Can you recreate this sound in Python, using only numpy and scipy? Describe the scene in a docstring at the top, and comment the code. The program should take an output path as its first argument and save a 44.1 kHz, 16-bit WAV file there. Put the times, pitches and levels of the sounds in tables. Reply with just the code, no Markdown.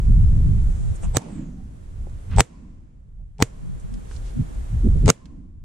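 """Four shotgun shots from a hide on an open field, heard by a small camera just behind the shooter.
First lumpy noise bands make wind on the microphone; short noise bursts click and rustle as he takes aim.
Each report stutters in on duller early copies, then a filtered impulse with a dense spray clips at full scale.
Wind and air drop away at each shot and creep back; noise washes and thunder roll back faintly from field
and trees. A narrow hiss, falling in pitch, follows the first shot as its pellets fly off."""
import sys
import numpy as np
from scipy import signal
from scipy.fft import rfft, irfft
from scipy.io import wavfile
from scipy.ndimage import uniform_filter1d

SR = 44100
rng = np.random.default_rng(int(sys.argv[2]) if len(sys.argv) > 2 else 0)


def to_wav(s):
    """Save 16-bit WAV."""
    ch = np.atleast_2d(s).T  # columns
    pcm = np.round(np.clip(ch, -1, 1) * 32767)  # PCM
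    wavfile.write(sys.argv[1], SR, pcm.astype(np.int16))


N = 248724
TIME = np.arange(N) / SR

# The shots: (time [s], blast [dB], thump [dB], stutter [dB], whistle [dB], case ring [dB], near tail [dB],
#  treble tilt [dB per octave], left-right difference [dB], bounce delay [s], bounce share [1],
#  far thunder [dB], far hush [dB], fall of the hush [dB per s], dip of the background [dB])
SHOTS = [(1.1694, -8.5, -14.5, -14.5, -28, -46, -40, 1.3, -14, 0.00037, -0.41, -32, -43, 52, 15),
         (2.4059, 5, -13.5, -5, -18.5, -15, -37.5, -0.43, 3.5, 0.00069, -0.039, -44.5, -53, 25.5, 32.5),
         (3.4243, 6.5, -12, -19.5, -40, -5.5, -37.5, -1.22, 0, 0.0009, 0.22, -49, -49, 60.5, 8),
         (5.1014, 3.5, -14.5, -2, -26, 1.5, -39, 0.57, 0, 0.0012, -0.5, -45, -52.5, 42.5, 31.5)]
# Open-field sound at the two microphone ports:
# (frequency [Hz], left-right likeness [-1 to 1], left-right difference [dB])
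FIELD_PORTS = [(60, 0.98, 1.5), (305, .9, -4), (580, 0.33, -16), (1050, 0.82, 0.5), (2240, 0.95, -0.5),
               (4500, 0.3, -3.5), (7500, 0.28, -4.5), (12000, 0.16, -3.5)]
# Airy sound at the ports: (frequency [Hz], left-right likeness [-1 to 1], left-right difference [dB])
AIR_PORTS = [(100, .5, 5), (300, -0.51, -5), (1130, -0.57, 0), (2350, 0.0038, 0), (4360, 0.31, 0.5),
             (7360, -0.14, -5), (11940, -0.54, -1)]


def shots():
    """Each blast thumps the camera mount and rings the camera case, after a stutter and before a near tail."""
    # Mount modes: (frequency [Hz], relative level [dB], t60 [s])
    mount_modes = [(120, 4, 0.066), (288, 4.5, 0.021), (460, -9.5, 0.05)]
    lead_s = 0.06
    out = np.zeros((2, N))
    t = np.arange(2 ** 15) / SR - lead_s
    for (s, blast_db, thump_db, stutter_db, whistle_db, case_db, tail_db,
         tilt_db, pan_db, bounce_s, bounce, *_) in SHOTS:
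        thump = amp(thump_db) * sum(amp(db) * ring(t, hz, t60_s) for hz, db, t60_s in mount_modes)
        case = amp(case_db) * ring(t, 6620, 0.0057)
        direct = amp(blast_db) * blast(t, tilt_db, bounce_s, bounce)
        report = sides(pan_db) * (direct + case) + thump
        lead_in = amp(stutter_db) * stutter(report, t) + amp(whistle_db) * whistle(t)
        add(out, s - lead_s, report + lead_in + amp(tail_db) * tail(t))
    return out


def blast(t, tilt_db, bounce_s, bounce, spread_s=0.00096, scatter=0.28, apart=1.0, ripple=0.5, swing_rad=1.5):
    """The shock front, its bounce off the gun and a dense spray of close reflections."""
    # Muzzle blast before tilt: (frequency [Hz], relative level [dB])
    blast_spectrum = [(30, -9.5), (130, 6.5), (420, 4), (650, -2.5), (1200, 1), (2100, -3), (3000, -6),
                      (4600, -9), (7000, -4), (9000, -11), (11500, -23), (15000, -23.5)]
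    shared, left, right = rng.standard_normal((3, len(t)))
    spray = (shared + apart * np.array([left, right])) * (t > 0) * np.exp(-abs(t) / spread_s)
    impulse = signal.unit_impulse(len(t), np.argmax(t >= 0))
    front = rfft(impulse + scatter * spray)
    front /= np.hypot(abs(front), ripple)  # the spray smears the front but colours it only a little
    hz = bins(t)
    front *= 1 + bounce * np.exp(-2j * np.pi * hz * bounce_s)  # the bounce cuts a row of notches
    front *= np.exp(1j * swing_rad * np.tanh(hz / 300))  # the push is followed by an equal suction
    response = causal([(f, db + tilt_db * np.log2(f / 2000)) for f, db in blast_spectrum])
    wave = irfft(front * rfft(response, len(t)))
    return 4 * lean(wave / np.linalg.norm(wave, axis=1, keepdims=True), FIELD_PORTS)


def ring(t, hz, t60_s):
    """One struck mode: a sine with exponential decay."""
    age = np.maximum(t, 0)
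    return np.sin(2 * np.pi * hz * age) * amp(-60 * age / t60_s)


def stutter(report, t, fall_db=-5.1, fade_db=-7, haze_db=-13, haze_s=0.0171,
            droop_s=0.0014, droop_hz=700, count=4):
    """Duller chirping copies of alternating sign run up to the report, inside a short swelling haze."""
    # Colour of the copies against the report: (frequency [Hz], gain [dB])
    copy_colour = [(40, -11.5), (160, 11), (300, -18.5), (420, 3.5), (560, -1), (850, 13.5), (1100, -8),
                   (2000, -10), (3500, -9), (7000, -16), (10000, -18.5), (14000, -28.5)]
    # Haze: (frequency [Hz], relative level [dB])
    haze_spectrum = [(40, 5), (170, 19.5), (400, -1), (900, 9.5), (1200, -2), (2200, -1.5), (4500, -5),
                     (7000, -3.5), (9500, -14), (12000, -34), (16000, -49)]
    spacing_s = 0.01067
    hz = bins(t)
    droop = np.exp(-2j * np.pi * droop_s * droop_hz * (1 - np.exp(-hz / droop_hz)))  # bass comes last
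    dull = colour(irfft(rfft(report[::-1]) * droop), copy_colour)  # the copies lean to the other side
    out = amp(haze_db) * run_up(t, haze_s) * evened(colour(noise(len(t)), haze_spectrum))
    for k in range(count):
        gain = (-1) ** (k + 1) * amp(fall_db * k + fade_db * k * (k - 1.5))
        out += gain * np.roll(dull, -round((k + 1) * spacing_s * SR), 1)
    return out


def whistle(t, swell_s=0.018):
    """A thin high zip, narrow-band noise, swells into the report."""
    tone = steadied(band(len(t), 7940, 0.012), 0.004)
    return sides(-2.5) * tone * run_up(t, swell_s)


def tail(t, splash_db=17, splash_s=0.005, soil_s=0.024):
    """The hide throws back a quick splash, the soil a longer hush."""
    # Scatter from hide and soil: (frequency [Hz], relative level [dB])
    scatter_spectrum = [(40, 2.5), (200, -4), (500, 0.5), (1100, -8), (2500, -9), (5000, -15.5), (7500, -6),
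                        (10000, -16), (12000, -29), (16000, -36.5)]
    age = np.maximum(t, 0)
    fade = amp(splash_db) * np.exp(-age / splash_s) + np.exp(-age / soil_s)
    return (t > 0) * fade * evened(colour(noise(len(t)), scatter_spectrum))


def rolls():
    """The field returns each shot as a fading hush with a hollow note, the trees as a dull, lumpy thunder."""
    # Hush of the field: (frequency [Hz], relative level [dB])
    hush_spectrum = [(100, -9.5), (350, 4.5), (700, -2), (1400, -9), (2500, -12), (4000, -18.5),
                     (7500, -15.5), (10000, -22.5), (12000, -37), (16000, -55.5)]
    # Thunder of the trees: (frequency [Hz], relative level [dB])
    thunder_spectrum = [(80, -12), (170, 9.5), (240, 4.5), (320, -3.5), (420, -21), (800, -30.5),
                        (1500, -39), (12000, -100)]
    hush_rise_s = 0.051
    treble_hz, dulling_db_per_s = 2500, 15  # the treble of the hush dies sooner
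    thunder, hush, hiss, hollow = np.zeros((4, N))
    for s, *_, thunder_db, hush_db, fall_db_per_s, _ in SHOTS:
        age = np.maximum(TIME - s, 0)
        rise = np.minimum(age / hush_rise_s, 1)
        thunder += amp(thunder_db) * bloom(age, peak_s=0.23, rise_db_per_s=49.5, fall_db_per_s=49)
        hush += rise * amp(hush_db - fall_db_per_s * age)
        hiss += rise * amp(hush_db - (fall_db_per_s + dulling_db_per_s) * age)
        hollow += amp(-65) * bloom(age, peak_s=0.14, rise_db_per_s=70.5, fall_db_per_s=71)
    wash = evened(colour(noise(N, AIR_PORTS), hush_spectrum))
    dull = colour(wash, [(treble_hz / 2, 0), (treble_hz * 2, -20)])
    trees = thunder * steadied(colour(noise(N), thunder_spectrum), 0.31)
    field = hush * dull + hiss * (wash - dull)
    return trees + field + hollow * band(N, hz=1040, octaves=0.11)


def echoes():
    """Single echoes from hedges and woods at the edges of the field, as soft noise bands."""
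    # (time [s], level [dB], half length [s], centre [Hz], width [octaves])
    echo_rows = [(1.205, -46.5, 0.036, 810, 0.32), (1.275, -45, 0.043, 537, 0.62),
                 (1.37, -60, 0.1, 1540, 1), (1.39, -34, 0.044, 238, 0.28), (1.60, -62, 0.032, 763, 0.061),
                 (5.38, -45.5, 0.089, 223, 0.37)]
    return swells(echo_rows)


def pellets(width_hz=600):
    """A narrow hiss that falls in pitch as drag slows the pellets of the first shot."""
    muzzle_hz, halving_s, level_db = 10300, 0.57, -59
    age = np.maximum(TIME - SHOTS[0][0], 0)
    lowpass = signal.butter(2, width_hz, fs=SR, output="sos")
    fuzz = signal.sosfilt(lowpass, noise(N) + 1j * noise(N))
    pitch_hz = muzzle_hz / (1 + age / halving_s)
    turn = np.exp(2j * np.pi * np.cumsum(pitch_hz) / SR)
    swell = bloom(age, peak_s=0.16, rise_db_per_s=190.5, fall_db_per_s=67.5)
    return amp(level_db) * evened((fuzz * turn).real) * swell


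def handling():
    """Short dry noise clicks of the gun and soft swells of cloth, under one treble colour."""
    # Gun handled and fired, before colour: (time [s], level [dB], t60 [s], centre [Hz], width [octaves])
    clicks = [(1.031, -43, 0.1, 690, 0.47), (1.033, -51.5, 0.16, 2700, 0.29),
              (1.183, -25.5, 0.0061, 7000, 1.2), (1.219, -47, 0.017, 7490, 0.52),
              (2.067, -32.5, 0.045, 376, .65), (2.097, -55, 0.018, 5000, 1.5),
              (2.308, -52, 0.052, 1800, 1.2), (2.362, -39, 0.055, 4587, 0.96),
              (3.383, -49.5, 0.014, 2950, 1.2), (3.798, -53.5, 0.099, 7940, 0.41),
              (3.940, -46, 0.035, 4960, 1.2), (4.111, -41, 0.04, 900, 1.14), (4.164, -45, 0.03, 4200, 0.67),
              (4.549, -51, 0.018, 7450, 0.19), (4.863, -37.5, 0.12, 504, 0.24),
              (5.0586, -26.5, 0.025, 4530, 2.9), (5.256, -49, 0.031, 2800, 1.5)]
    # Sleeves brushing, stock meeting the shoulder, before colour:
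    # (time [s], level [dB], half length [s], centre [Hz], width [octaves])
    rustles = [(0.798, -60, 0.18, 7450, 0.3), (0.96, -49.5, 0.011, 8000, 0.41),
               (1.045, -45, 0.017, 740, 0.83), (1.04, -46.5, 0.019, 7600, 0.3),
               (2.337, -46, 0.028, 1400, 0.95), (3.207, -68.5, 0.027, 596, 0.36),
               (4.14, -53, 0.054, 6800, 1), (4.275, -56.5, 0.041, 3980, 1)]
    # Shared colour: (frequency [Hz], gain [dB])
    handling_colour = [(9000, 1), (10500, -7), (12000, -28.5), (16000, -28.5)]
    out = swells(rustles)
    t = np.arange(2 ** 14) / SR
    for s, db, t60_s, hz, octaves in clicks:
        attack = np.minimum(t * hz, 1)  # one period of the centre frequency
        add(out, s, band(len(t), hz, octaves) * attack * amp(db - 60 * t / t60_s))
    return colour(out, handling_colour)


def shudders():
    """A shake of the camera body on its mount moves the two diaphragms in opposite directions."""
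    # (time [s], level [dB], half length [s], centre [Hz])
    shakes = [(.86, -22.5, 0.078, 130), (1.06, -26.5, 0.036, 162), (3.70, -28.5, 0.08, 130),
              (3.85, -29, .018, 125), (3.95, -32.5, 0.064, 185), (4.39, -27.5, 0.034, 205),
              (4.56, -41.5, 0.11, 210)]
    width_octaves = 0.32
    shake = swells([(*row, width_octaves) for row in shakes])[1]
    return np.array([shake, -shake])


def gusts():
    """Single buffets of wind, as soft swells of low noise."""
    # (time [s], level [dB], half length [s], centre [Hz], width [octaves])
    buffets = [(.06, -19, 0.016, 116, 0.46), (.18, -12, .03, 50, 0.64), (.51, -17, 0.037, 106.5, 0.43),
               (.905, -18, 0.015, 49.6, 0.62), (1.085, -19, 0.029, 39, .5),
               (2.355, -18.5, 0.015, 108, 0.32), (3.95, -36, 0.022, 34.2, 0.42),
               (4.275, -35.5, 0.057, 45, 0.27), (4.402, -17, 0.021, 120.4, 0.6),
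               (4.6, -25.5, 0.044, 46.7, 0.3), (4.755, -17.5, 0.031, 60.5, 0.75),
               (4.865, -17.5, 0.022, 162, 0.6), (4.965, -24, 0.017, 131, 0.82),
               (5.07, -14, 0.03, 112, 0.88)]
    return swells(buffets)


def wind(rumble_db=-1):
    """Eddies push on the ports: a deep rumble and a faster flutter follow the wind's strength, in lumps."""
    # Strength: (time [s], level [dB])
    strength_points = [(0, -20), (0.1, -11), (0.64, -14.5), (0.83, -26), (1.08, -28.5), (1.3, -23),
                       (1.42, -21), (1.85, -32.5), (2.05, -18.5), (2.25, -31), (2.38, -7.5), (2.88, -17),
                       (3.35, -13), (3.5, -30.5), (4.66, -30.5), (4.82, -14.0), (5.08, -13.5),
                       (5.64, -12.5)]
    # Rumble: (frequency [Hz], relative level [dB])
    rumble_spectrum = [(10, -16.5), (25, 3.5), (48, 1), (80, -6), (110, -13), (170, -21), (400, -63),
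                       (4000, -140)]
    # Flutter: (frequency [Hz], relative level [dB])
    flutter_spectrum = [(40, -17.5), (85, -9.5), (115, 3), (165, -6), (215, -11), (300, -23), (450, -32.5),
                        (800, -55), (8000, -130)]
    # Wind at the ports: (frequency [Hz], left-right likeness [-1 to 1], left-right difference [dB])
    wind_ports = [(49.6, 0.94, -0.5), (146, 0.8, -3), (304, 0.69, -2)]
    breeze_db, flutter_db = -21, -15  # average strength; flutter relative to it
    growth_db_per_db = 0.9
    rumble_lumps_db, flutter_lumps_db = 2, 3
    strength_db = np.interp(TIME, *np.transpose(strength_points))
    fast_db = breeze_db + flutter_db + growth_db_per_db * (strength_db - breeze_db)
    deep_db = strength_db + rumble_db
    deep = steadied(colour(noise(N, wind_ports), rumble_spectrum), 0.043)
    fast = steadied(colour(noise(N, wind_ports), flutter_spectrum), 0.39)
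    deep = deep * amp(deep_db + rumble_lumps_db * lumps())
    return deep + fast * amp(fast_db + flutter_lumps_db * lumps())


def lumps(lump_s=0.07):
    """Slow chance, rms 1: white noise smoothed by a Hann window."""
    window = signal.windows.hann(int(2 * lump_s * SR))
    return evened(signal.fftconvolve(rng.standard_normal(N), window, "same"))


def air():
    """A soft, wide, steady wash of the field: filtered noise in a low body and a high hiss."""
    # Body: (frequency [Hz], relative level [dB])
    body_spectrum = [(100, -3.5), (350, 9), (700, 1), (1400, -5), (2500, -13), (4000, -25.5), (14000, -68)]
    # Hiss: (frequency [Hz], relative level [dB])
    hiss_spectrum = [(1500, -19), (3200, -2.5), (5000, -6.5), (6300, -3), (7700, -1), (10000, -3.5),
                     (11300, -7.5), (13500, -15.5), (16000, -39.5)]
    low = evened(colour(noise(N, AIR_PORTS), body_spectrum)) * amp(-47)
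    high = evened(colour(noise(N, AIR_PORTS), hiss_spectrum)) * amp(-57.5)
    return low + high


def dip():
    """Gain of the background: drops at each shot, deeper just after it, and creeps back steadily in dB."""
    recover_db_per_s = 9.5
    clamp_db, clamp_s = 11, 0.094
    down_db = np.zeros(N)
    for s, *_, dip_db in SHOTS:
        age = TIME - s
        sunk = np.maximum(dip_db - recover_db_per_s * age, 0)
        sunk = sunk + clamp_db * np.exp(-(age / clamp_s) ** 2)
        down_db = np.where(age > 0, sunk, down_db)
    return uniform_filter1d(amp(-down_db), size=400)


def run_up(t, swell_s, start_s=0.036, ramp_s=0.021):
    """An envelope that swells up to time zero and stops."""
    return np.exp(-abs(t) / swell_s) * (t < 0) * np.clip((t + start_s) / ramp_s, 0, 1)


def bloom(age, peak_s, rise_db_per_s, fall_db_per_s):
    """An envelope that starts after age zero, grows to a peak and dies away."""
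    late = age - peak_s
    level_db = -rise_db_per_s * np.maximum(-late, 0) - fall_db_per_s * np.maximum(late, 0)
    return (age > 0) * amp(level_db)


def swells(rows):
    """Bands of noise that rise and fall softly."""
    out = np.zeros((2, N))
    t = np.arange(-2 ** 13, 2 ** 13) / SR
    for s, db, half_s, hz, octaves in rows:
        envelope = amp(db) * np.exp(-(t / half_s) ** 2)
        add(out, s + t[0], envelope * steadied(band(len(t), hz, octaves), 0.062))
    return out


def noise(size, ports=FIELD_PORTS):
    """White noise at the two ports, with likeness and level difference set by frequency."""
    white = rng.standard_normal((2, size))
    a, b = rfft(white)
    same = np.clip(read(np.array(ports)[:, :2], bins(white)), -1, 1)
    pair = np.array([a, same * a + np.sqrt(1 - same ** 2) * b])
    return lean(irfft(pair, size), ports)


def band(size, hz, octaves):
    """Noise in a bell around a frequency, rms 1."""
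    x = noise(size)
    bell = np.exp(-0.5 * (np.log2((bins(x) + 1) / hz) / octaves) ** 2)
    return evened(irfft(rfft(x) * bell, size))


def steadied(x, seconds):
    """Evens out swells slower than the given time."""
    power = signal.fftconvolve((x ** 2).mean(0), signal.windows.hann(int(seconds * SR) + 3), "same")
    return evened(x / np.sqrt(power + power.mean() / 20))


def lean(x, ports):
    """Shades each port by frequency."""
    return irfft(rfft(x) * sides(read(np.array(ports)[:, ::2], bins(x))), x.shape[-1])


def sides(db):
    """Left and right gains for a level difference."""
    return amp(np.array([db, -db]).reshape(2, -1) / 2)


def colour(x, points):
    """Filters by a spectrum without delay."""
    return irfft(rfft(x) * amp(read(points, bins(x))), x.shape[-1])


def causal(points, size=4096):
    """The minimum-phase impulse response with this spectrum, energy 1."""
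    log_gain = np.log(amp(read(points, abs(np.fft.fftfreq(size, 1 / SR)))))
    response = np.fft.ifft(np.exp(np.conj(signal.hilbert(log_gain)))).real[:size // 2]
    return response / np.linalg.norm(response)


def read(points, hz):
    """Reads a spectrum on a log-frequency axis."""
    f, value = np.transpose(points)
    return np.interp(np.log(hz + 1), np.log(f + 1), value)


def bins(x):
    """The frequencies of a sound's spectrum, in Hz."""
    return np.fft.rfftfreq(x.shape[-1], 1 / SR)


def amp(db):
    """Decibels to gain."""
    return 10 ** (np.asarray(db) / 20)


def evened(x):
    """Scales to rms 1."""
    return x / np.sqrt(np.mean(x ** 2) + 1e-20)


def add(mix, s, sound):
    """Mixes a sound in at a time in seconds."""
    part = mix[:, max(round(s * SR), 0):][:, :sound.shape[-1]]
    part += sound[..., :part.shape[-1]]


def scene():
    """Everything that reaches the two ports; only the steady wind and air dip."""
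    background = dip() * (wind() + air()) + gusts() + shudders()
    return shots() + rolls() + echoes() + pellets() + handling() + background


def record(dry):
    """The microphone overloads: clipping at full scale, then a low-pass band limit."""
    edge_hz = 15600
    clipped = np.clip(dry, -1, 1)
    lowpass = signal.firwin(255, edge_hz, window=("kaiser", 8), fs=SR)
    return signal.oaconvolve(clipped, lowpass[None], "same")


dry = scene()
out = record(dry)
to_wav(out)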